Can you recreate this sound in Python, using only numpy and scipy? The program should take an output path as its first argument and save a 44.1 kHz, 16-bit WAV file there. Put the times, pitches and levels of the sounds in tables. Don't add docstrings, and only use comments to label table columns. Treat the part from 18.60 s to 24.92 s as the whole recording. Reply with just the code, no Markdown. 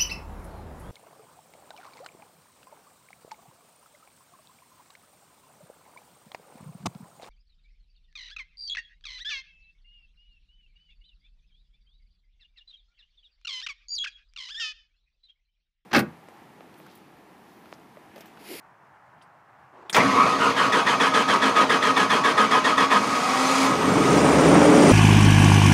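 import sys
import numpy as np
from scipy import signal
from scipy.io import wavfile
from scipy.ndimage import uniform_filter1d

SR = 44100
rng = np.random.default_rng(int(sys.argv[2]) if len(sys.argv) > 2 else 0)


def put_to_file(sound):
    columns = np.atleast_2d(sound).T
    safe = np.clip(columns, -1, 1)
    whole_steps = np.round(safe * 32767)
    wavfile.write(sys.argv[1], SR, whole_steps.astype(np.int16))


def attenuation_scalar(level_db):
    decades = np.asarray(level_db, float) / 20
    return 10 ** decades


N = 278659
TIME = np.arange(N) / SR

# start_s, push_db, rise_s
STROKES = [(1.386, -37, 0.01), (1.504, -27, .12), (1.781, -22.5, 0.052), (1.96, -21, 0.019),
           (2.119, -19.5, 0.0091), (2.257, -20, .015), (2.396, -19.5, 0.0088), (2.533, -19, 0.013),
           (2.675, -20, 0.014), (2.816, -20, .005), (2.95, -19, 0.015), (3.09, -18.5, .012),
           (3.219, -20, 0.0082), (3.359, -19, .011), (3.493, -19.5, 0.015), (3.634, -20, 0.0098),
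           (3.768, -20, 0.014), (3.905, -19.5, .012), (4.04, -20.5, .011), (4.17, -19.5, 0.011),
           (4.301, -19, 0.012)]
# start_s, entering_compression_hz, at_its_top_hz
CRANKING = [
    (1.5, 968, 1327),
    (1.78, 1540, 1376),
    (1.96, 1697, 1470),
    (2.12, 1828, 1501),
    (4.3, 1850, 1574),
]
# freq_hz, density_db (per Hz)
COAST_COLOUR = [(71, -37.5), (120, -7), (314, -4.5), (788, -3), (1240, 0), (1650, -9.5), (2240, -10.5),
                (2740, -13), (6480, -22), (7480, -28.5), (9560, -31), (15900, -50.5)]
# freq_hz, density_db (per Hz)
PUSH_COLOUR = [(71, -33), (120, -20), (208, -2), (463, -5.5), (838, -3), (1260, 2), (1490, -8),
               (1680, -13.5), (2100, -4.5), (3300, -13.5), (3810, -12.5), (9560, -26.5), (15900, -50)]
# freq_hz, density_db (per Hz)
FREE_COLOUR = [(180, -43), (300, -8), (348, -14), (712, -7.5), (1230, -3.5), (1750, -15.5), (2280, -8),
               (2650, -14.5), (6500, -17.5), (9520, -25), (15900, -45)]
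# freq_hz, width_hz, lift_db
HOUSING = [(213.7, 27, 5.5), (268, 23.6, 10.5), (468, 30, 5), (616, 11, 8), (1547, 17, -26),
           (1950, 20, 5.5), (2260, 25, 7.5), (941, 18, 8), (1027, 18, 8), (1123, 16, 11), (1256, 32, 11),
           (1681, 28, 8), (1860, 35, 8), (2220, 47, 0.5), (2510, 49, 7), (3350, 55, 5), (4315, 25, 9.5),
           (4960, 280, 3.5), (6270, 32, 9.5), (6600, 38, 7.5), (9300, 300, 4.5)]
# freq_hz, width_hz, lift_db
LOADED_PARTS = [(240, 18, 1), (458, 66, 12), (535, 20, 6), (1000, 134, 7)]
# pitch_hz, pitch_shake_hz, level_db (re coasting)
SINGING_PANELS = [(269.2, 5.8, -17.5), (1132, 10, -14), (1251, 19.3, -10)]
# freq_hz, width_hz, lift_db
HUM_PANELS = [(210, 27, 13), (270, 45, 19)]
# freq_hz, density_db (per Hz)
ROCK_COLOUR = [(18, -67), (30, -39), (38, -37), (59, -10), (91, -7), (118, -6.5), (167, -11), (200, 10.5),
               (260, -43), (440, -120)]

# start_s, firings_hz, effort_db
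RUN_UP = [
    (5.0, 32, -25),
    (5.1, 34.6, -25.5),
    (5.3, 49.7, -20),
    (5.45, 64, -19),
    (5.66, 71.4, -16),
    (5.95, 78.5, -12),
    (6.08, 81, -14),
    (6.16, 85, -12.5),
    (6.32, 79.6, -12.5),
]
# freq_hz, width_hz, lift_db
INTAKE = [(163, 33, 4.5), (292.6, 34, 5.5), (423, 38, 5), (553, 55, 4)]
# freq_hz, density_db (per Hz)
ROAR_COLOUR = [(24, -65), (40, -42), (67, -30), (107, -18), (180, -7), (240, -5.5), (297, -4.5),
               (381, -9.5), (428, -6.5), (499, -11), (1120, -16), (4000, -38.5), (5200, -54), (8800, -120)]
# freq_hz, density_db (per Hz)
HISS_COLOUR = [(1180, -26.5), (2000, 1), (4180, -10.5), (5820, -7.5), (7420, -10.5), (7890, -11.5),
               (8600, -10.5), (9720, -17.5), (10900, -25.5), (15100, -33), (15900, -28)]
VALVES_HZ = [4900, 5000, 5730, 5640, 6300, 6800, 7240, 7400, 8400, 8770, 8100, 8900]

# start_s, level_db, ring_hz, ring_width_hz, t60_s
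HITS = [(.614, -52, 3000, 900, 0.054), (.62, -58, 4800, 1500, .09), (.622, -60, 9000, 2500, .1),
        (1.2961, -23, 3370, 500, 0.042), (1.297, -33.5, 8900, 3000, 0.08), (1.328, -24.5, 5500, 2600, .3),
        (1.345, -14, 2300, 2500, 0.17), (1.3651, -6, 1000, 497, .12), (1.364, -22, 6500, 7000, 0.081),
        (1.378, -13.5, 507, 597, 0.18), (1.39, -18, 270, 60, 0.83), (1.4, -14.5, 2050, 300, .12)]
# freq_hz, density_db (per Hz)
KNOCK_COLOUR = [(59, -47), (100, 2), (1010, 0), (2120, 3.5), (2310, 4), (2860, -8), (8260, -29),
                (15900, -46)]
# freq_hz, density_db (per Hz)
PUMP_COLOUR = [(88, -53), (150, -17), (533, -7.5), (777, -11), (1090, -7), (2290, -30), (2580, -30),
               (9000, -48), (11700, -78), (19800, -120)]
# freq_hz, density_db (per Hz)
TRAFFIC_COLOUR = [(40, -26), (132, -5), (200, -13), (520, -13), (813, -3), (1710, -11), (3600, -33),
                  (15600, -47)]

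ENGAGE_S, CATCH_S, RELEASE_S, STOP_S = 1.355, 4.36, 5.05, 5.8
FULL_HZ = 83


def starter():
    load, bite, slack_db, teeth_hz = np.zeros(N), np.zeros(N), np.zeros(N), np.full(N, 1700.)
    starts = np.transpose(STROKES)[0]
    gaps = np.diff(starts, append=starts[-1] + .131)
    speeds = curve(CRANKING)
    for (s, db, rise), gap in zip(STROKES, gaps):
        t = TIME - s
        length = gap - .054
        rise = min(rise, .44 * length)
        start_hz, end_hz = (hz[round(s * SR)] for hz in speeds)
        load += attenuation_scalar(db) * np.interp(t, [0, rise, .5 * length, length, length + 0.021],
                                    [0, 0.92, 1, 0.67, 0.0071])
        bite += attenuation_scalar(db) * np.interp(t, [0, rise, .45 * length, length, length + .02], [0, 1.1, .95, .45, 0])
        slack_db += np.interp(t, [-.045, -.012, 0, .01], [0, -2.5, -2.5, 0]) * (s > 1.7)
        on = (t > 0) & (t < length + .04)
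        teeth_hz[on] = end_hz + (start_hz - end_hz) * np.exp(-t[on] / (0.54 * length))
    grind = coasting_grind()
    return pushing(load, bite, teeth_hz) + coasting(grind, load, slack_db) + rocking()


def pushing(load, bite, teeth_hz):
    whine = attenuation_scalar(-4.5) * wobbling(teeth_hz, 90) + attenuation_scalar(-7) * wobbling(1.96 * teeth_hz, 135)
    stiff_db = 1 * np.exp(-since(CRANKING[0][0] + .15) / 0.33)
    return colour(load * rattle(1.53, size=150) + bite * whine * attenuation_scalar(stiff_db), PUSH_COLOUR,
                  HOUSING + LOADED_PARTS)


def coasting_grind():
    coast_db, settle_db, settle_s = -23.5, 3, .4
    unload_db, recover_s, rundown_s, rundown_db_per_s = -3, 0.57, 5.3, -17
    db = coast_db + settle_db * np.exp(-since(ENGAGE_S) / settle_s) + rundown_db_per_s * since(rundown_s)
    unloaded = (TIME > CATCH_S) * np.exp(-since(CATCH_S) / recover_s)
    db += unload_db * uniform_filter1d(unloaded, size=3000)
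    return attenuation_scalar(db) * gate(ENGAGE_S, STOP_S, .012)


def coasting(grind, load, slack_db):
    contact = grind * attenuation_scalar(slack_db)
    noise = colour(contact * rattle(0.66, size=300), COAST_COLOUR, HOUSING)
    panels = sum(attenuation_scalar(db) * wobbling(hz, shake_hz) for hz, shake_hz, db in SINGING_PANELS)
    return noise + (0.81 * contact + 0.3 * load) * panels


def rocking():
    rock_db, jolt_db, jolt_t60_s, release_db = -47, -31, 1.3, -36.5
    strength = attenuation_scalar(rock_db) + attenuation_scalar(jolt_db - 60 * since(ENGAGE_S + .04) / jolt_t60_s)
    strength = strength + attenuation_scalar(release_db) * gate(RELEASE_S + .06, 9, .15)
    strength = strength * gate(ENGAGE_S + 0.034, RELEASE_S + .15, .06)
    return strength * colour(rattle(2.7, size=3000), ROCK_COLOUR)


def overrun():
    free_hz, loaded_hz, spin_up_s = 274, 199, .26
    hum_db, hum_climb_db_per_s, hum_fall_db_per_s = -50, 9.5, -72
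    brush_db, brush_climb_db_per_s, brush_fall_db_per_s = -39.5, 14.5, -150
    hz = free_hz - (free_hz - loaded_hz) * np.exp(-since(CATCH_S) / spin_up_s)
    powered_s, after_s = np.minimum(since(CATCH_S), RELEASE_S - CATCH_S), since(RELEASE_S)
    turns = 2 * np.pi * np.cumsum(hz) / SR
    blur = wobbling(2 * hz, 6.4)
    db = hum_db + hum_climb_db_per_s * powered_s + hum_fall_db_per_s * after_s
    db = db + sum(lift_db / (1 + (2 * (hz - c) / w) ** 2) for c, w, lift_db in HUM_PANELS)
    hum = attenuation_scalar(db) * (np.sqrt(2) * np.sin(turns) + attenuation_scalar(-13) * blur) * gate(CATCH_S, STOP_S, .035)
    brush_tone = attenuation_scalar(-34.5) * gate(4.58, 4.95, 0.059) * wobbling(3 * hz, 8.6)
    spin = attenuation_scalar(brush_db + brush_climb_db_per_s * powered_s + brush_fall_db_per_s * after_s)
    spin = spin * gate(CATCH_S, STOP_S, .02)
    brushes = attenuation_scalar(8.5) * colour(spin * rattle(0.96, size=200), FREE_COLOUR, HOUSING)
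    return hum + brush_tone + brushes


def engine():
    blades_per_firing, uneven_hz = 11 / 3, 1.6
    hz, roar_db = curve(RUN_UP)
    hiss_db = -31.5 + 0.23 * (hz - FULL_HZ) + 26 * since(6.157)
    firing_db = -37 - .7 * np.maximum(70 - hz, 0)
    double_db = roar_db - 13 - 2.5 * np.maximum(48 - hz, 0)
    blade_db = roar_db + np.maximum(-5 + 0.9 * (hz - FULL_HZ), -15.5)
    fade = gate(RUN_UP[0][0] + 0.032, 9, 0.14)
    turns = np.cumsum(hz + uneven_hz * evened(signal.resample(rng.standard_normal(300), N))) / SR

    waver_db = 2.5 * evened(signal.resample(rng.standard_normal((3, 120)), N, axis=1))
    tones_db = np.array([firing_db, double_db, blade_db]) + waver_db + 3
    tone = (attenuation_scalar(tones_db) * np.sin(2 * np.pi * turns * [[1], [2], [blades_per_firing]])).sum(0)

    strength = attenuation_scalar(2.0 * rng.standard_normal(1000))[turns.astype(int)]
    puff = np.exp(-(turns % 1) / .5) * strength
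    thumps = evened((np.diff(np.floor(turns), prepend=0) > 0) * strength)
    drive = 0.2 * thumps + evened((2.5 + puff) * rattle(0.55, size=2000, patchy_db=0.8))
    roar = colour(attenuation_scalar(roar_db) * evened(drive) * fade, ROAR_COLOUR, INTAKE)
    hiss = colour(evened((2.9 + puff) * rattle(1.0, size=2500, patchy_db=1.0)), HISS_COLOUR)
    hiss = hiss + attenuation_scalar(-9.5) * valve_gear() + turbo(hz)
    return (tone + attenuation_scalar(hiss_db + 3.0) * hiss) * fade + roar


def valve_gear():
    t = np.arange(2500) / SR
    shape = (len(VALVES_HZ), N)
    taps = (rng.random(shape) < 35 / SR) * attenuation_scalar(3.4 * rng.standard_normal(shape))
    decay = attenuation_scalar(-60 * t / 0.094) * np.minimum(t / 0.0025, 1)
    rings = [np.sin(2 * np.pi * hz * t) * decay for hz in VALVES_HZ]
    return evened(signal.oaconvolve(taps, rings, axes=1)[:, :N].sum(0))


def turbo(firing_hz):
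    hz = 9430 + 22 * (firing_hz - FULL_HZ)
    air = rattle(4, size=500, patchy_db=4.5, fine_db=3)
    return attenuation_scalar(-13) * ringing(air, hz, 650)


def hits():
    out, t = np.zeros(N), np.arange(24000) / SR
    ring_share = 0.61
    for s, db, hz, width, t60 in HITS:
        burst = rng.standard_normal(len(t))
        tone = ring_share * ringing(burst, hz, width) + (1 - ring_share) * colour(burst, KNOCK_COLOUR)
        decay = attenuation_scalar(db - 60 * t / t60) * np.minimum(t / 0.00059, 1)
        out[round(s * SR):][:len(t)] += decay * tone
    return out


def belt():
    squeal_db, fade_db_per_s = -53, -9
    slip = attenuation_scalar(squeal_db + fade_db_per_s * since(RELEASE_S)) * gate(RELEASE_S + .07, 9, .1)
    return slip * ringing(rattle(1.5, size=500), 11200, 1800)


def fuel_pump():
    on_s, off_s, start_db, climb_db_per_s = 1.13, 1.4, -52, 10
    priming = attenuation_scalar(start_db + climb_db_per_s * since(on_s)) * gate(on_s, off_s, .02)
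    return priming * colour(rattle(1.8, size=300), PUMP_COLOUR)


def far_traffic():
    return attenuation_scalar(-55) * colour(rattle(0.53, size=3000, patchy_db=0.9, fine_db=0.5), TRAFFIC_COLOUR)


def rattle(flicker_db, size, patchy_db=1.5, fine_db=1.5):
    flicker = evened(uniform_filter1d(rng.standard_normal(N), size=size))
    return evened(clumped(rng.standard_normal(N), patchy_db, fine_db) * attenuation_scalar(flicker_db * flicker))


def clumped(x, patchy_db, fine_db):
    z = signal.stft(x, nperseg=1024, noverlap=768)[2]
    patches = uniform_filter1d(rng.standard_normal(z.shape), size=7, axis=0)
    patches = uniform_filter1d(patches, size=5, axis=1)
    rings = uniform_filter1d(rng.standard_normal(z.shape), size=60, axis=1)
    field = attenuation_scalar(patchy_db * evened(patches) + fine_db * evened(rings))
    return signal.istft(z * evened(field), nperseg=1024, noverlap=768)[1][:N]


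def wobbling(hz, spread_hz):
    shake = evened(uniform_filter1d(rng.standard_normal(N), size=120))
    tone = np.sqrt(2) * np.sin(2 * np.pi * np.cumsum(hz + spread_hz * shake) / SR)
    return evened(tone + ringing(rng.standard_normal(N), hz, 3.3 * spread_hz))


def ringing(x, hz, width):
    return evened(resonate(resonate(x, hz, width), hz, width))


def resonate(x, hz, width):
    turn = np.exp(2j * np.pi * np.cumsum(hz * np.ones(len(x))) / SR)
    r = np.exp(-np.pi * width / SR)
    return 2 * (turn * signal.lfilter([1 - r], [1, -r], x / turn)).real


def colour(x, spectrum, modes=()):
    size = 16384
    hz = abs(np.fft.fftfreq(size, 1 / SR))
    f, db = np.transpose(spectrum)
    lift = 1 + sum((attenuation_scalar(2 * up) - 1) / (1 + (2 * (hz - c) / w) ** 2) ** 2 for c, w, up in modes)
    base_db = np.maximum(np.interp(np.log(hz + 1), np.log(f + 1), db), -100)
    log_gain = np.log(attenuation_scalar(base_db) * np.sqrt(lift))
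    taps = np.fft.ifft(np.exp(np.conj(signal.hilbert(log_gain)))).real[:size // 2]
    return signal.oaconvolve(x, taps / np.linalg.norm(taps))[:len(x)]


def evened(x):
    return x / np.sqrt(np.mean(x ** 2) + 1e-20)


def curve(rows):
    s, *columns = np.transpose(rows)
    return [np.interp(TIME, s, c) for c in columns]


def gate(on_s, off_s, edge_s):
    return np.clip((TIME - on_s) / edge_s + .5, 0, 1) * np.clip((off_s - TIME) / edge_s + .5, 0, 1)


def since(s):
    return np.maximum(TIME - s, 0)


def scene():
    machine = starter() + overrun() + engine() + hits() + belt()
    return (machine + fuel_pump() + far_traffic())[None]


def roll_off(x):
    return signal.sosfilt(signal.butter(12, 16090, fs=SR, output="sos"), x)


def record(dry):
    rounded = 0.89 * np.tanh(dry / 0.91)
    thin = signal.sosfilt(signal.butter(3, 55, "high", fs=SR, output="sos"), rounded)
    edge = signal.firwin(1501, 15690, window=("kaiser", 9), fs=SR)
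    return roll_off(signal.oaconvolve(thin, edge[None], "same"))


dry = scene()
out = record(dry)
put_to_file(out)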